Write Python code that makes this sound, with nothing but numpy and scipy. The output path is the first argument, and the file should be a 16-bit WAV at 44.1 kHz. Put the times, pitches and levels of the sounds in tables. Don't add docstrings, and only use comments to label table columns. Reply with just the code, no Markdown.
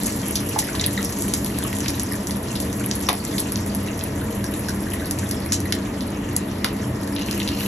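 import sys
import numpy as np
from scipy import signal
from scipy.fft import rfft, irfft, next_fast_len
from scipy.io import wavfile
from scipy.ndimage import uniform_filter1d

SR = 44100
rng = np.random.default_rng(int(sys.argv[2]) if len(sys.argv) > 2 else 0)


def put_to_file(sound):
    columns = np.atleast_2d(sound).T
    safe = np.clip(columns, -1, 1)
    whole_steps = np.round(safe * 32767)
    wavfile.write(sys.argv[1], SR, whole_steps.astype(np.int16))


N = 338232

# [f/Hz, density level/dB]
FAN_RUSH = [(20, -38), (40, -3.5), (60, -0.5), (140, -0.5), (240, -1.5), (330, 1), (390, -7.5), (600, -11),
            (1000, -11.5), (1400, -17), (1850, -26.5), (2400, -23), (4000, -30), (8000, -63)]
# [f/Hz, width/Hz, level/dB]
FAN_RESONANCES = [(54.9, 8.3, -48.5), (73.5, 6.7, -40.5), (92.3, 3.3, -36), (124.1, 8.3, -37.5),
                  (198.8, 9.2, -34), (216.6, 9.7, -37.5), (262.8, 20, -39), (288.6, 7.4, -34.5),
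                  (341.2, 16, -41.5), (421, 6.7, -44), (467.8, 10.3, -45), (561, 23, -46), (641, 28, -44.5),
                  (926, 146, -45), (1846, 280, -45)]
# [f/Hz, level/dB]
STEADY_TOP = [(13200, 0), (14200, -14)]
# [f/Hz, t60/s]
KITCHEN_DECAY = [(500, 0.21), (2000, 0.23), (5000, 0.18), (13000, 0.085)]
# [t/s, level/dB]
RUB_LEVEL = [(7.155, -70), (7.165, -39), (7.29, -41), (7.37, -46), (7.47, -36), (7.56, -45), (7.6, -36),
             (7.67, -49)]
# [f/Hz, width/Hz, level/dB]
TONG_RESONANCES = [(2870, 220, 2), (4200, 420, -1), (5650, 700, -9)]
# [t/s, level/dB]
STEAM_LEVEL = [(7.2, -66), (7.27, -37), (7.45, -51), (7.56, -46), (7.6, -29), (7.67, -28)]
# [f/Hz, level/dB]
STEAM_COLOUR = [(5000, -8), (8000, -9), (11000, -1), (13500, 8), (15000, -11)]
# [t/s, level/dB, t60/s]
THUMPS = [(0.559, -22, 0.068), (3.0875, -17.5, 0.17), (6.645, -25.5, 0.17)]
# [f/Hz, level/dB]
THUMP_COLOUR = [(250, -52), (420, 13.5), (700, 11.5), (1100, 14.5), (1500, 0), (2300, 9), (3500, -82)]
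# [t/s, fine fizz level/dB, coarse crackle level/dB]
BOIL = [(0.0, -26, -42), (0.34, -31, -44.5), (0.811, -30.5, -38.5), (1.202, -28.5, -52), (1.88, -32, -40.5),
        (2.39, -34.5, -48.5), (3.302, -31, -45), (3.802, -36.5, -45), (4.46, -34.5, -49.5),
        (5.248, -35.5, -45), (6.07, -38, -49), (7.152, -38.5, -47.5), (7.18, -44, -44), (7.33, -32.5, -44),
        (7.67, -33.5, -44)]
# [f/Hz, level/dB]
FIZZ_COLOUR = [(1500, -27), (3000, 1.5), (5000, -2), (8000, 5.5), (9500, 2.5), (11200, 10.5), (12000, 3.5),
               (12800, 7), (13600, 11.5)]
# [f/Hz, level/dB]
CRACKLE_COLOUR = [(700, -12.5), (1500, 4.5), (2800, 14.5), (4200, 1.5), (5500, 14), (8000, -55)]
# [t/s, peak level/dB, f/Hz]
RINGING_BUBBLES = [(0.561, -12, 930), (0.571, -21, 830), (0.688, -23.5, 1630), (0.745, -22.5, 1150),
                   (0.797, -16, 4050), (0.84, -17.5, 4230), (0.976, -17, 2080), (0.977, -18.5, 4120),
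                   (0.989, -25, 1430), (1.054, -20.5, 6000), (1.65, -23.5, 1250), (1.728, -29, 2100),
                   (2.118, -24.5, 2010), (3.067, -21, 5940), (3.087, -11, 1160), (3.090, -19, 373),
                   (3.127, -16.5, 830), (3.178, -30, 5900), (3.201, -24, 4870), (3.885, -24.5, 2920),
                   (4.217, -29, 1600), (4.441, -27.5, 1820), (4.464, -26, 5940), (4.686, -22.5, 1700),
                   (4.868, -29, 1840), (4.938, -26, 2100), (5.02, -25.5, 1700), (5.23, -28, 1700),
                   (5.655, -26, 2090), (7.4015, -25, 3970)]
# [t/s, body level/dB, pocket radius/mm, bright snap level/dB, splutter level relative to the crack/dB]
POPS = [(0.035, -13, 0.43, -9.5, -28), (0.061, -11, 0.39, -14.5, -3.5), (0.2173, -8.5, 0.34, -34, -28),
        (0.283, -38, .5, -11, -23), (.3099, -42, .5, -9, -15), (0.356, -10, 0.6, -14.5, -6),
        (0.489, -22, 0.58, -14.5, -6), (0.5867, -20, 0.87, -9, -7), (0.5898, -2, 0.44, -3, -14),
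        (.731, -18.5, 0.48, -34, -5), (0.752, -16.5, 0.83, -34, -4), (0.7962, -14, 0.79, -27, -4),
        (0.8115, -9.5, 0.42, -32, -19), (0.817, -14, 0.53, -32, -22), (0.8398, -10.5, 0.84, -32, -9),
        (0.8634, -11.5, 0.78, 3, -32), (1.029, -11, 0.41, -29, -20), (1.048, -9, 0.36, -7, -20),
        (1.094, -18, .57, -26, -12), (1.125, -14.5, 0.47, -23, -9), (1.188, -33, .6, -16, -22),
        (1.2226, -6, 0.36, -7.5, -21), (1.282, -24, 1.04, -13.5, -19), (1.3378, -3.5, 0.47, -4, -17),
        (1.4464, -15, 0.63, -7, -21), (1.463, -17.5, 0.84, -11, -17), (1.5875, -5.5, 0.28, -6, -26),
        (1.627, -21.5, 0.92, -37, -4), (1.639, -29, .52, -7, -25), (1.702, -34, .5, -20, -21),
        (1.73, -18.5, 1.2, -18, -14), (1.768, -23, 0.91, -15, -32), (1.787, -15, 0.41, -12, -19),
        (1.805, -10.5, 0.4, -13, -19), (1.8607, -9.5, 0.98, -40, -16), (1.882, -9.5, 0.59, -15, -7.5),
        (1.9044, -24, 0.53, -10, -24), (1.997, -7.5, 0.47, -8, -15.5), (2.0338, -32, .6, -6.5, -32),
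        (2.1237, -26, 0.7, -10, -26), (2.1347, -23, 0.67, -9, -18), (2.2717, -9.5, 0.43, -35, -28),
        (2.2874, -29, 0.4, -20, -25), (2.309, -14, 0.64, -14, -13), (2.3692, -25, 0.57, -16, -31),
        (2.5145, -21, 0.44, -40, -5), (2.555, -14.5, 0.81, -19, -5), (2.6028, -15, 0.61, -7.5, -14.5),
        (2.729, -15.5, 0.49, -19, -12), (2.842, -22, 1.2, -36, -7), (2.862, -30, 0.89, -5, -38),
        (2.9128, -5.5, 0.55, -21, -38), (2.954, -25, 0.49, -8, -13), (3.0116, -32, .52, -11, -31),
        (3.0882, -4, 0.83, -5.5, -12), (3.13, -19, 0.72, -12, -7), (3.251, -10, 0.46, -12, -22),
        (3.382, -10, 0.78, -11.5, -10), (3.397, -16.5, 0.45, -9, -10), (3.521, -22, 0.58, -10.5, -12),
        (3.5581, -8.5, 0.6, -69, -32), (3.7497, -21, 0.72, -7, -15), (3.9927, -19, 0.48, -34, -7),
        (4.0107, -17, 0.8, -34, -18), (4.0388, -22, 0.54, -5.5, -30), (4.3112, -29, 0.55, -23, -22),
        (4.4423, -14.5, 0.61, -13.5, -15), (4.539, -24, 0.9, -16, -12), (4.6857, -14.5, 0.62, -17, -5.5),
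        (4.935, -27, 1.1, -19, 0), (5.111, -7, 0.47, -3.5, -24), (5.188, -13.5, 0.45, -20, -9),
        (5.2912, -18, 0.45, -15, -15), (5.312, -11, 0.6, -6.5, -17), (5.461, -28, 0.23, -20, -25),
        (5.5221, -3, 0.46, -10.5, -7), (5.6035, -17.5, 0.5, -16, -15), (5.7243, -4, 0.68, -6, -26),
        (5.752, -22, 0.4, -16, -22.5), (6.008, -18.5, 0.68, -26, -16), (6.364, -9, 0.35, -9.5, -14.5),
        (6.645, -4, 0.77, -4, -16), (6.646, -14.5, 2, -25, -21), (7.076, -20.5, 0.69, -17.5, -17),
        (7.164, -12, 0.87, -42, -36), (7.1974, -21, 0.85, -46, -17), (7.219, -28, 0.92, -43, -18),
        (7.2327, -20, 0.8, -42, -24), (7.2862, -23, 1.1, -34, -26), (7.3116, -11.5, 0.62, -12, -23),
        (7.3287, -17, 0.59, -25, -27), (7.378, -27, 0.33, -14, -22), (7.4014, -12, 0.9, -36, -20),
        (7.418, -16.5, 1.17, -42, -25), (7.431, -18.5, 0.61, -23, -7), (7.477, -11.5, 0.8, -20, -11),
        (7.489, -12, 0.81, -20, -22), (7.528, -22, 0.76, -44, -17), (7.6076, -18.5, 1.03, -29, -17),
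        (7.6626, -17.5, 1, -16, -22)]
POP_BANDS = [600, 950, 1400, 2000, 2800, 3600, 4600, 5900, 7500, 10100, 15000]
# [f/Hz, level/dB]
MICROPHONE_COLOUR = [(11500, 0), (12500, -5), (14000, -23), (16000, -25)]
# [f/Hz, likeness 0-1]
PORT_LIKENESS = [(350, 1), (500, 0.87), (780, 0.018), (1200, 0.41), (1850, 0.99), (2550, 0.034),
                 (3400, 0.019), (4500, 0.11), (4900, 0.37), (5900, 0.96), (6600, 0.7), (7900, 0.58),
                 (9000, 1), (10500, 1), (11800, 0.71), (13000, 0.95)]
# [f/Hz, phase/rad]
PORT_LEAD = [(0, 0), (600, .3), (950, -.9), (2070, .3), (3960, .9), (4650, 2.4), (4900, 3.3), (5500, 6.1),
             (6200, 6.4), (8350, 9.2), (9100, 9.43), (11700, 12.1), (11900, 12.57), (16000, 12.57)]
# [f/Hz, level/dB]
PORT_BALANCE = [(250, 0), (700, 1.8), (1300, .8), (2000, 0), (4400, 1.5), (5000, -.5), (6000, 0)]

RUSH_DB = -31.5
MOTOR_HZ, MOTOR_DB, MOTOR_DRIFT_HZ = 199.5, -35, 2.533
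RAGGED_DB = 4
BLIP_S, BLIP_SHORTER, BLIP_GLIDE = 0.0051, 0.24, -0.13
FAINT_DB, FAINT_SPREAD_DB, FAINT_HZ = 15, 1, (1700, 7400)
SPIT_DB, SPIT_SPREAD_DB, SPIT_MM = (-30, -28.5, -22), (-1.5, 4, 14), (0.31, 2.1)
POCKET_HZ_MM = 3260
BELOW_DB_PER_OCTAVE, ABOVE_DB_PER_OCTAVE = 24, 25
WIDENING = 0.72
EDGE_HZ = 16300


def gain_of(db):
    return 10 ** (np.asarray(db) / 20)


def evened(x):
    return x / np.sqrt(np.mean(x ** 2) + 1e-20)


def read(points, hz):
    f, value = np.transpose(points)
    return np.interp(np.log(hz + 1), np.log(f + 1), value)


def level_over_time(points):
    s, db = np.transpose(points)
    return gain_of(np.interp(np.arange(N) / SR, s, db))


def slow_drift(window):
    once = uniform_filter1d(rng.standard_normal(N), window)
    return evened(uniform_filter1d(once, window))


def coloured(x, spectrum):
    log_gain = np.log(gain_of(read(spectrum, abs(np.fft.fftfreq(8192, 1 / SR)))))
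    response = np.exp(np.conj(signal.hilbert(log_gain)))
    taps = np.fft.ifft(response).real[:4096]
    return signal.oaconvolve(x, taps[None], axes=1)[:, :N]


def ragged(noise):
    lumps = evened(uniform_filter1d(rng.standard_normal(noise.shape), 90))
    return evened(noise * gain_of(RAGGED_DB * lumps))


def kitchen(x, wet_db, count=3):
    taps = np.zeros((count, 2, SR // 2))
    at = np.arange(120, SR // 2 - 20, 20)
    at = at + rng.integers(0, 20, (count, 2, len(at)))
    np.put_along_axis(taps, at, rng.choice([-1., 1.], at.shape), 2)
    hz, t, bands = signal.stft(taps, SR, nperseg=256)
    decay = gain_of(-60 * t / read(KITCHEN_DECAY, hz)[:, None])
    tail = signal.istft(bands * decay, SR, nperseg=256)[1]
    tail *= gain_of(wet_db) / np.linalg.norm(tail[0, 0])
    turns = np.arange(N) * 2.3 / SR + np.arange(count)[:, None] / count
    spot = np.cos(2 * np.pi * turns) * np.sqrt(2 / count)
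    wet = signal.oaconvolve((x * spot)[:, None], tail, axes=2)[:, :, :N].sum(0)
    return wet + [x, 0.24 * np.roll(x, 30)]


def fan():
    air = rng.standard_normal((2, N))
    out = gain_of(RUSH_DB) * evened(coloured(air, FAN_RUSH))
    for hz, width, db in FAN_RESONANCES:
        radius = np.exp(-np.pi * width / SR)
        poles = [1, -2 * radius * np.cos(2 * np.pi * hz / SR), radius * radius]
        waver_db = 1.06 * slow_drift(9000)
        ring = signal.lfilter([1, -1], poles, np.roll(air, rng.integers(N), 1))
        out += gain_of(db + waver_db) * evened(ring)
    return out


def motor():
    hz = MOTOR_HZ + MOTOR_DRIFT_HZ * slow_drift(3000)
    return gain_of(MOTOR_DB) * np.sqrt(2) * np.sin(2 * np.pi * np.cumsum(hz) / SR)


def tongs():
    happens = rng.random(N) < 900 / SR
    strength = gain_of(4.0 * rng.exponential(1, N).clip(0, 4))
    slips = strength * rng.standard_normal(N) * happens
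    rings = np.zeros(N)
    for hz, width, db in TONG_RESONANCES:
        rings += gain_of(db) * evened(signal.lfilter(*signal.iirpeak(hz, hz / width, SR), slips))
    return kitchen(level_over_time(RUB_LEVEL) * evened(rings), wet_db=-6.0)


def steam():
    hiss = evened(coloured(rng.standard_normal((2, N)), STEAM_COLOUR))
    return level_over_time(STEAM_LEVEL) * hiss


def thumps():
    t = np.arange(N) / SR
    fade = sum(gain_of(db - 60 * (t - s).clip(0) / t60) * (t > s) for s, db, t60 in THUMPS)
    noise = ragged(rng.standard_normal((2, N)))
    return coloured(fade * noise, THUMP_COLOUR) / np.std(coloured(noise, THUMP_COLOUR))


def blip(hz, length_s, glide):
    u = np.arange(round(3 * length_s * SR) + 2) / SR / length_s
    swell = np.e * 3 * u * np.exp(-3 * u)
    return swell * np.sin(2 * np.pi * hz * length_s * (u + glide * u * u / 2))


def bubbles(lo_hz, hi_hz, per_s, spread_db, hiss_db, count=24):
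    size = gain_of(spread_db * np.minimum(rng.exponential(1, N), 4))
    size = size * (rng.random(N) < per_s / SR)
    kind = rng.integers(0, count, N)
    cycles = rng.uniform(1.2, 3.2, count)
    bursts = np.zeros(N)
    for k, hz in enumerate(np.geomspace(lo_hz, hi_hz, count)):
        length_s = cycles[k] / hz
        rung = signal.oaconvolve(size * (kind == k), blip(hz, length_s, -0.03))[:N]
        bursts += rung / np.sqrt(length_s)
    hiss = gain_of(hiss_db) * rng.standard_normal((2, N))
    return evened(evened(kitchen(bursts, wet_db=2.5)) + hiss)


def oil():
    s, fizz_db, crackle_db = np.transpose(BOIL)
    fizz = bubbles(4350.0, 13450.0, per_s=900., spread_db=7.5, hiss_db=-0.5)
    fizz = evened(coloured(fizz, FIZZ_COLOUR))
    crackle = bubbles(1210.0, 6940.0, per_s=550., spread_db=8.0, hiss_db=-21.0)
    crackle = evened(coloured(crackle, CRACKLE_COLOUR))
    fizz_level = level_over_time(list(zip(s, fizz_db)))
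    return fizz_level * fizz + level_over_time(list(zip(s, crackle_db))) * crackle


def blips(count=90):
    s, size, pitch = rng.random((count, 3)).T
    times, _, crackle_db = np.transpose(BOIL)
    s = s * N / SR
    faint_db = np.interp(s, times, crackle_db) + FAINT_DB - FAINT_SPREAD_DB * size
    faint_hz = FAINT_HZ[0] * (FAINT_HZ[1] / FAINT_HZ[0]) ** pitch
    direct = np.zeros(N + SR)
    for start, db, hz in [*RINGING_BUBBLES, *zip(s, faint_db, faint_hz)]:
        sound = gain_of(db) * blip(hz, BLIP_S * (1000 / hz) ** BLIP_SHORTER, BLIP_GLIDE)
        direct[round(start * SR):][:len(sound)] += sound
    return kitchen(direct[:N], wet_db=-6.5)


def spits(count=220):
    s, _, crackle_db = np.transpose(BOIL)
    t = np.linspace(0, s[-1] - .02, 400)
    passed = np.cumsum(gain_of(np.interp(t, s, crackle_db)))
    u = rng.random((count, 2))
    spread = rng.standard_normal((count, 3)).clip(-1.5, 1.5)
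    body_db, snap_db, splutter_db = (SPIT_DB + spread * SPIT_SPREAD_DB).T
    radius_mm = SPIT_MM[0] * (SPIT_MM[1] / SPIT_MM[0]) ** u[:, 1]
    start = np.interp(u[:, 0] * passed[-1], passed, t) + .002
    return list(zip(start, body_db, radius_mm, snap_db, splutter_db))


def pops():
    t, rows = np.arange(4000) / SR, POPS + spits()
    noises = ragged(rng.standard_normal((len(rows), len(t))))
    scatter = rng.random((len(rows), 5))
    middles = np.array(POP_BANDS[1:-1])
    cracks, splutters = np.zeros((2, len(middles), N + len(t)))
    for (s, body_db, mm, snap_db, splutter_db), noise, u in zip(rows, noises, scatter):
        octaves = np.log2(middles * mm / POCKET_HZ_MM)
        fall_db = np.maximum(ABOVE_DB_PER_OCTAVE * octaves, -BELOW_DB_PER_OCTAVE * octaves)
        levels_db = body_db - (1 - WIDENING * gain_of(body_db)) * fall_db
        levels_db[-1] = snap_db
        at, colour = round(s * SR), gain_of(levels_db)[:, None]
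        loudest = colour.max()
        t60 = 0.068 + 0.12 * loudest
        cracks[:, at] += colour[:, 0]
        offsets = np.round((u - .1) * (.0015 + .004 * loudest) * SR).astype(int)
        cracks[:, at + offsets] += .33 * colour * noise[:5]
        envelope = gain_of(splutter_db - 60 * t / t60) * (1 - np.exp(-t / 0.00034))
        splutters[:, at:at + len(t)] += colour * envelope * noise
    size = next_fast_len(N + len(t))
    hz, spectrum = np.fft.rfftfreq(size, 1 / SR), 0
    for middle, crack, splutter in zip(middles, cracks, splutters):
        share = min(.85 * middle, 6500) / SR
        band = read([(f, f == middle) for f in POP_BANDS], hz)
        spectrum = spectrum + band * rfft(crack / share + 0.68 * splutter / np.sqrt(share), size)
    return kitchen(irfft(spectrum, size)[:N], wet_db=-9.5)


def scene():
    steady = coloured(fan() + oil(), STEADY_TOP) + [motor(), np.zeros(N)]
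    return steady + tongs() + steam() + thumps() + blips() + pops()


def record(dry):
    size = next_fast_len(N + 4096)
    hz = np.fft.rfftfreq(size, 1 / SR)
    shared, other = rfft(coloured(dry, MICROPHONE_COLOUR), size)
    same = np.clip(read(PORT_LIKENESS, hz), 0, 1)
    tilt = gain_of(read(PORT_BALANCE, hz) / 2)
    f, lead = np.transpose(PORT_LEAD)
    turn = np.exp(.5j * np.interp(hz, f, lead))
    common = np.sqrt((1 + same) / 2) * shared
    apart = np.sqrt((1 - same) / 2) * other
    left, right = (common + apart) * tilt * turn, (common - apart) / tilt / turn
    ports = irfft(np.array([left, right]), size)[:, :N]
    power = uniform_filter1d((ports ** 2).mean(0), 900)
    power_db = 10 * np.log10(abs(power) + 1e-12)
    fall = np.arange(N) * 23.0 / SR
    held_db = np.maximum.accumulate(power_db + fall) - fall
    over_db = np.maximum(held_db + 18.5, 0)
    cut_db = 0.85 * signal.lfilter([.0007], [1, .0007 - 1], over_db)
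    ducked = ports / gain_of(cut_db)
    ducked = .9 * np.tanh(ducked / .9)
    band_limit = signal.firwin(511, EDGE_HZ, window=("kaiser", 9), fs=SR)
    return signal.oaconvolve(ducked, band_limit[None], "same")


dry = scene()
out = record(dry)
put_to_file(out)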